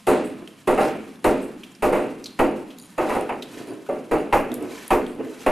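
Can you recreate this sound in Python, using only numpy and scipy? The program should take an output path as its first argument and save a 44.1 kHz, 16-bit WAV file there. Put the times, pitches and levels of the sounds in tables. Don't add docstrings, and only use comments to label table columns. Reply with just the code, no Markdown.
import sys
import numpy as np
from scipy import signal
from scipy.fft import rfft, irfft, next_fast_len
from scipy.io import wavfile
from scipy.ndimage import uniform_filter1d

SR = 44100
rng = np.random.default_rng(int(sys.argv[2]) if len(sys.argv) > 2 else 0)


def wrap_up_sound(samples):
    columns = np.atleast_2d(samples).T
    tamed = np.clip(columns, -1, 1)
    steps = np.round(tamed * 32767).astype(np.int16)
    wavfile.write(sys.argv[1], SR, steps)


N = 242991

# start in seconds, strength in dB, hardness from 0 to 1,
# wetness in dB (more gives a louder splash), drag time in seconds, pitch of the struck spot in Hz.
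STROKES = [(0.068, -7, 0.08, -23, 0.07, 354), (0.672, -9.5, 0.62, -25, 0.062, 362.6),
           (0.775, -9, 0, -31, 0.084, 780), (1.242, -7.5, 0.73, -23.5, 0.045, 340.4),
           (1.822, -9.5, 0.66, -27, 0.058, 427), (1.924, -12, 0.6, -27.5, 0.07, 557),
           (2.39, -7.5, 0.83, -31, 0.026, 513.6), (2.978, -13.5, 0.61, -32, 0.097, 363.5),
           (3.093, -16, 0.72, -24.5, 0.092, 990), (3.148, -13.5, 0.53, -30, 0.025, 795),
           (3.291, -21.5, 0.97, -45, 0.067, 738), (3.887, -16, 0.2, -50, 0.0065, 560.6),
           (4.111, -10, .65, -31.5, 0.03, 465), (4.325, -9.5, 1, -40, 0.073, 812),
           (4.904, -9, 0.93, -27.5, .041, 447), (5.462, -8.5, 0.91, -32, 0.018, 520)]
# frequency in Hz, level in dB.
SPLASH = [(1760, -65), (3000, -1.5), (3420, 0.5), (5760, -10), (6840, -6), (8580, -1.5), (9450, 0),
          (11300, -5), (13000, -4.5), (14800, -38), (15500, -43)]
# frequency in Hz, ring time (the time to fade by 60 dB) in seconds.
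VAT_RING = [(40, 0.11), (120, 1), (250, 1), (500, 0.52), (1000, 0.3), (2500, 0.76), (5000, 0.67),
            (12000, 0.15)]
# frequency in Hz, ring time in seconds.
HUT_RING = [(40, 0.12), (180, 0.24), (300, 0.72), (600, 0.79), (1500, 1), (3000, 0.74), (6000, 0.2),
            (12000, 0.33)]


def amp(db):
    return 10 ** (np.asarray(db) / 20)


def unit(x):
    return x / np.sqrt(np.mean(x ** 2) + 1e-20)


def between(low, high, share):
    return low + (high - low) * share


def read(points, hz):
    row_hz, value = np.transpose(points)
    return np.interp(np.log(hz + 1), np.log(row_hz + 1), value)


def add(mix, start_s, sound):
    part = mix[:, max(round(start_s * SR), 0):][:, :sound.shape[-1]]
    part += sound[..., :part.shape[1]]


def colour(x, tone):
    size = next_fast_len(x.shape[-1])
    gain = amp(read(tone, np.fft.rfftfreq(size, 1 / SR)))
    return irfft(rfft(x, size) * gain, size)[..., :x.shape[-1]]


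def spread(pair, side_db):
    side = amp(side_db) * pair[1]
    return np.array([pair[0] + side, pair[0] - side])


def grains(size, per_s, range_db):
    height = amp(range_db * np.minimum(rng.exponential(1, (2, size)), 4))
    sign = rng.choice([-1, 1], (2, size))
    return unit(height * sign * (rng.random((2, size)) < per_s / SR))


def swells(events):
    t = np.arange(N) / SR
    return sum(amp(db) * np.exp(-((t - crest_s) / half_s) ** 2) for crest_s, db, half_s in events)


def fade(x, ring_times, held_s=0):
    hz, t, bands = signal.stft(x, SR, nperseg=512)
    fall_db = -60 * np.maximum(t - held_s, 0) / read(ring_times, hz)[:, None]
    return signal.istft(bands * amp(fall_db), SR, nperseg=512)[1][:, :x.shape[-1]]


def ring(notes, t, scatter_db):
    hz, db, ring_s = np.transpose(notes)[:, :, None]
    strength = amp(db + scatter_db * rng.standard_normal(hz.shape))
    tones = np.sin(2 * np.pi * (hz * t + rng.random(hz.shape)))
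    return (strength * amp(-60 * t / ring_s) * tones).sum(0)


def dense_ring(size, tone, held_s, hut_db, side_db):
    near = spread(grains(size, per_s=4000, range_db=-1), side_db)
    far = spread(rng.standard_normal((2, size)), side_db=-7)
    return fade(colour(near, tone), VAT_RING, held_s) + amp(hut_db) * fade(colour(far, tone), HUT_RING)


def struck(x, db, rise_s):
    t = np.arange(x.shape[-1]) / SR
    x = x * (1 - np.exp(-(t / rise_s) ** 2))
    return amp(db) * x / np.sqrt(np.mean(x[..., :SR // 20] ** 2) + 1e-20)


def doublings(drag_s, usual_s=0.062):
    return np.log2(max(drag_s, 0.01) / usual_s)


def air():
    # frequency in Hz, level in dB.
    air_tone = [(25, -33), (90, 27), (220, 45), (400, 10), (800, -19), (2500, -32.5), (5000, -55),
                (10000, 16), (15000, -37)]
    return amp(-52) * unit(colour(spread(rng.standard_normal((2, N)), side_db=-23), air_tone))


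def bubbles(per_s, sizes=36):
    out, t = np.zeros(N), np.arange(1024) / SR
    for hz in np.geomspace(1500, 7000, sizes):
        cycles = hz * t
        rising = np.sin(2 * np.pi * cycles * (1 + 0.002 * cycles))
        pop = rising * np.exp(-cycles / 6) * (1 - np.exp(-cycles))
        births = rng.random(N) < per_s / sizes / SR
        heights = amp(4.5 * np.minimum(rng.exponential(1, N), 3.5))
        out += signal.oaconvolve(births * heights, pop)[:N]
    return unit(out)


def swirl():
    # fastest moment in seconds, level in dB, half length in seconds.
    sweeps = [(0.84, -39.5, 0.054), (3.08, -48.5, 0.088), (3.565, -50.5, .07), (4.79, -45, 0.096),
              (5.44, -52.5, 0.14)]
    # frequency in Hz, level in dB.
    froth_tone = [(590, 1.5), (1000, 4.5), (1150, 3), (1240, 1), (1350, 2.5), (1490, -1), (1750, 1.5),
                  (11200, -7.5), (14100, -16), (15500, -44)]
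    rest, sweep = amp(-57), swells(sweeps)
    clumps_db = 2.2 * unit(uniform_filter1d(uniform_filter1d(rng.standard_normal(N), 900), 500))
    fizz = unit(colour(spread(grains(N, per_s=9000, range_db=2), side_db=-18.5), froth_tone))
    pops = (rest * amp(-10) + sweep * amp(-5.5)) * bubbles(per_s=350)
    return amp(clumps_db) * ((rest + sweep) * fizz + pops)


def vat_boom(t, strength_db, drag_s, spot_hz, rise_s):
    # pitch in Hz, level in dB, ring time in seconds.
    wall_notes = [(195, -22, .9), (218, -17, 1.0), (250, -15, .9), (274, -13, .7), (313, -7, .7),
                  (355, 1, .55), (422, -5, .55), (508, -7, .5), (610, 2, .45), (743, -6, .3), (775, -6, .4),
                  (900, -12, .45), (1157, -12, .4), (1410, -20, .35)]
    # frequency in Hz, level in dB.
    boom_tone = [(60, -49), (140, -9.5), (190, -6), (260, 3), (350, 3.5), (480, 10.5), (620, 6), (820, 5.5),
                 (1050, -4.5), (1500, -65)]
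    hz = np.geomspace(40, 4000, 480)
    notes_db = 4.5 * np.max([np.exp(-((hz - pitch) / 7.3) ** 2) for pitch, *_ in wall_notes], axis=0)
    spot_db = 6 * np.exp(-(np.log(hz / spot_hz) / 0.0097) ** 2)
    deep_db = 2.5 * np.log2(483 / spot_hz)
    bass_db = (5.5 + 0.45 * deep_db) / (1 + (hz / 390) ** 6)
    tone = np.column_stack([hz, read(boom_tone, hz) + notes_db + spot_db + bass_db])
    boom = struck(dense_ring(len(t), tone, drag_s, hut_db=-8.5, side_db=-15.5), strength_db - 11, rise_s)
    wall = struck(ring(wall_notes, t, scatter_db=1.5), strength_db - 13.5 + deep_db, rise_s=0.015)
    hollow_db = strength_db - 18 - 1.5 * doublings(drag_s)
    hollow = struck(ring([(spot_hz, 0, 0.26)], t, scatter_db=0), hollow_db, rise_s=0.006)
    return boom + wall + hollow


def stick_clack(t, strength_db, drag_s, crack_db, rise_s):
    # pitch in Hz, level in dB, ring time in seconds.
    stick_notes = [(1240, 0, .2), (1922, -3, .27), (2096, -2, .27), (2657, -6, .22)]
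    # frequency in Hz, level in dB.
    clack_tone = [(700, -4), (1150, 3.5), (1350, 1.5), (1600, -4), (2000, -6.5), (2400, -7.5), (2800, -9),
                  (3200, -23.5), (4200, -44), (6000, -70)]
    crack_tone = [(200, -32), (500, 7), (900, 15), (1500, -1), (2600, -2), (3300, -15.5), (6000, -47),
                  (9000, -47), (13000, -60)]
    wood_db = strength_db - 13.5 + 2.5 * doublings(drag_s)
    stick = struck(ring(stick_notes, t, scatter_db=3.5), wood_db - 13.5, rise_s)
    clatter = dense_ring(len(t), clack_tone, 0.54 * drag_s, hut_db=-9, side_db=-12)
    clack = struck(clatter, wood_db - 4.5, 0.6 * rise_s)
    snap = colour(spread(grains(len(t), per_s=2100, range_db=-1.5), side_db=-15), crack_tone)
    crack = struck(snap * np.exp(-t / 0.035), wood_db + crack_db, 2.04 * rise_s)
    return stick + clack + crack


def splash(t, db, held_s, slap_db, rise_s):
    spray = colour(grains(len(t), per_s=3500, range_db=-3)[:1], SPLASH)
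    slap = 1 + amp(slap_db) * np.exp(-(t / 0.01) ** 2)
    return struck(fade(spray, VAT_RING, held_s) * slap, db, rise_s)


def milk_thump(t, strength_db, hardness):
    # frequency in Hz, level in dB.
    thump_tone = [(5, -26), (10, 18), (25, 7), (42, -12), (54, -3.5), (68, 0.5), (100, -2), (125, -10),
                  (220, -31)]
    weak_loss_db = 1.2 * max(-9 - strength_db, 0)
    db = strength_db + between(-32.5, -18.5, hardness) - weak_loss_db
    heave = colour(rng.standard_normal(len(t)), thump_tone)
    dying = np.exp(-(t / 0.068) ** 2) + 0.11 * np.exp(-t / 0.12)
    return struck(heave * dying, db, rise_s=0.01)


def contact_tick(t, strength_db, hardness):
    # frequency in Hz, level in dB.
    tick_tone = [(300, -5), (900, 13), (1500, 1.5), (2700, 1.5), (3600, -17), (6000, -26), (10500, -18),
                 (13500, -31.5), (15500, -40)]
    burst = colour(rng.standard_normal(len(t)), tick_tone) * np.exp(-(t / 0.012) ** 2)
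    return struck(burst, strength_db + between(-56, -14, hardness), rise_s=0.0016)


def stroke(strength_db, hardness, wet_db, drag_s, spot_hz):
    t, drag_s = np.arange(57344) / SR, max(drag_s, 0.01)
    rise_s, crack_db = between(0.0032, 0.0038, hardness), between(-18.5, 5.5, hardness)
    boom = vat_boom(t, strength_db, drag_s, spot_hz, rise_s)
    clack = stick_clack(t, strength_db, drag_s, crack_db, rise_s)
    spray = splash(t, strength_db + wet_db - 6.5, 0.6 * drag_s, crack_db - 2.5, 0.18 * rise_s)
    thump = milk_thump(t, strength_db, hardness)
    return boom + clack + spray + thump + contact_tick(t, strength_db, hardness)


def jingle():
    # pitch in Hz, level in dB, ring time in seconds.
    fitting_notes = [(3960, 1.5, 0.04), (4640, 1.5, 0.055), (6790, -1, 0.052), (7000, -2, 0.04),
                     (9200, -5, 0.083), (9530, 4, 0.094), (10500, -14, 0.032), (10340, -6, 0.18),
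                     (11400, -15, .03), (12490, -0.5, 0.055)]
    # start in seconds, level in dB.
    shakes = [(2.784, -48), (2.9, -63), (3.669, -54.5)]
    out, t = np.zeros((2, N)), np.arange(SR // 2) / SR
    knocks = [(start_s, strength_db - 39 + 1.5 * doublings(drag_s))
              for start_s, strength_db, _, _, drag_s, _ in STROKES]
    for start_s, db in knocks + shakes:
        chatter = grains(len(t), per_s=900, range_db=3)[0] * np.exp(-t / 0.055)
        chime = signal.fftconvolve(chatter, ring(fitting_notes, t, scatter_db=1))[:len(t)]
        flicker = 1 + 1.3 * unit(uniform_filter1d(rng.standard_normal(len(t)), 110))
        add(out, start_s, struck(chime * flicker, db, rise_s=0.00054))
    return out


def spatter(db, rise_s, ring_s, tone):
    t = np.arange(SR // 3) / SR
    shower = unit(colour(grains(len(t), per_s=4000, range_db=2)[0], tone))
    return amp(db) * shower * (1 - np.exp(-t / rise_s)) * amp(-60 * t / ring_s)


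def drop(db, hz, ring_s, bubble_share=0.55):
    t = np.arange(SR // 3) / SR
    cycles = hz * t
    bubble = np.sin(2 * np.pi * cycles * (1 + 0.004 * cycles)) * np.exp(-cycles / 22)
    smack_tone = [(hz / 3, -30), (hz / 1.3, -9), (hz, 0), (hz * 1.04, -8), (hz * 3, -24)]
    smack = unit(colour(rng.standard_normal(len(t)), smack_tone))
    dying = amp(-60 * t / ring_s) * (1 - np.exp(-t / 0.0003))
    plop = amp(db) * dying * (np.sqrt(2 * bubble_share) * bubble + np.sqrt(1 - bubble_share) * smack)
    spray_db = db - 22 - 3 * max(np.log2(hz / 3500), 0)
    return plop + spatter(spray_db, rise_s=0.00076, ring_s=0.15, tone=SPLASH)


def falling_drops(drip_count=18, flight_s=0.17):
    # start in seconds, level in dB, bubble pitch in Hz, ring time in seconds.
    big_drops = [(0.475, -31, 2980, 0.017), (1.634, -35.5, 2930, 0.086), (1.751, -42, 5160, 0.016),
                 (2.241, -30, 5400, 0.039), (2.258, -30, 4220, 0.089), (2.703, -42.5, 3130, 0.15),
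                 (3.209, -33, 10200, .024), (3.423, -28.5, 3640, 0.054), (3.864, -44, 1380, 0.1),
                 (4.517, -28.5, 3500, 0.017), (4.541, -18, 10500, .011), (4.625, -35, 9300, .02),
                 (4.879, -23, 10150, .012), (5.065, -33.5, 3400, 0.018), (5.247, -42, 1880, 0.13)]
    # frequency in Hz, level in dB.
    patter_tone = [(2000, -30), (5500, -33), (8000, 4), (11000, -2), (14000, -14), (15500, -40)]
    out = np.zeros((2, N))
    for slot, (when, size, pitch) in enumerate(rng.random((drip_count, 3))):
        drip = drop(db=between(-49, -43, size), hz=between(3000, 10500, pitch), ring_s=0.013)
        add(out, (slot + when) / drip_count * N / SR, drip)
    for start_s, *plop in big_drops:
        add(out, start_s, drop(*plop))
    for start_s, strength_db, _, wet_db, *_ in STROKES:
        throw_db = strength_db + wet_db
        patter_db = throw_db - 13.5 - 2 * max(-37 - throw_db, 0)
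        add(out, start_s + flight_s, spatter(patter_db, rise_s=0.012, ring_s=0.26, tone=patter_tone))
    return out


def waves():
    # time of the crest in seconds, level in dB, half length in seconds.
    crests = [(0.425, -39, 0.023), (3.6, -35.5, 0.055), (3.715, -33.5, 0.043), (4.522, -31, 0.017),
              (4.633, -31, 0.073), (5.208, -27, 0.017), (5.246, -32.5, 0.015), (5.384, -48.5, 0.28)]
    # frequency in Hz, level in dB.
    gurgle_tone = [(71, -26), (120, -5.5), (192, -20), (232, 2), (449, -1.5), (487, -10), (682, -10),
                   (749, -17), (1180, -23.5), (3000, -33), (3900, -85), (6600, -120)]
    clicks = spread(grains(N, per_s=2400, range_db=0), side_db=-25)
    return swells(crests) * unit(colour(clicks, gurgle_tone))


def hut_echo(x):
    tail = fade(spread(grains(SR, per_s=2900, range_db=3), side_db=-11), HUT_RING)
    return signal.fftconvolve(x, tail / np.linalg.norm(tail[0]), axes=1)[:, :N]


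def scene():
    knocks = np.zeros((2, N))
    for start_s, *blow in STROKES:
        add(knocks, start_s, stroke(*blow))
    drops, milk, rumble = falling_drops(), swirl() + waves(), air()
    echoes = hut_echo(amp(-8) * drops + amp(-5) * milk)
    return knocks + drops + milk + echoes + jingle() + rumble


def record(dry, ceiling=0.54, top_hz=14700):
    leaning = dry * amp([[-0.3], [0.3]])
    rounded = leaning / (1 + (leaning / ceiling) ** 4) ** (1 / 4)
    treble_cut = signal.firwin(255, top_hz, window=("kaiser", 9), fs=SR)
    return signal.oaconvolve(rounded, treble_cut[None], "same")


dry = scene()
out = record(dry)
wrap_up_sound(out)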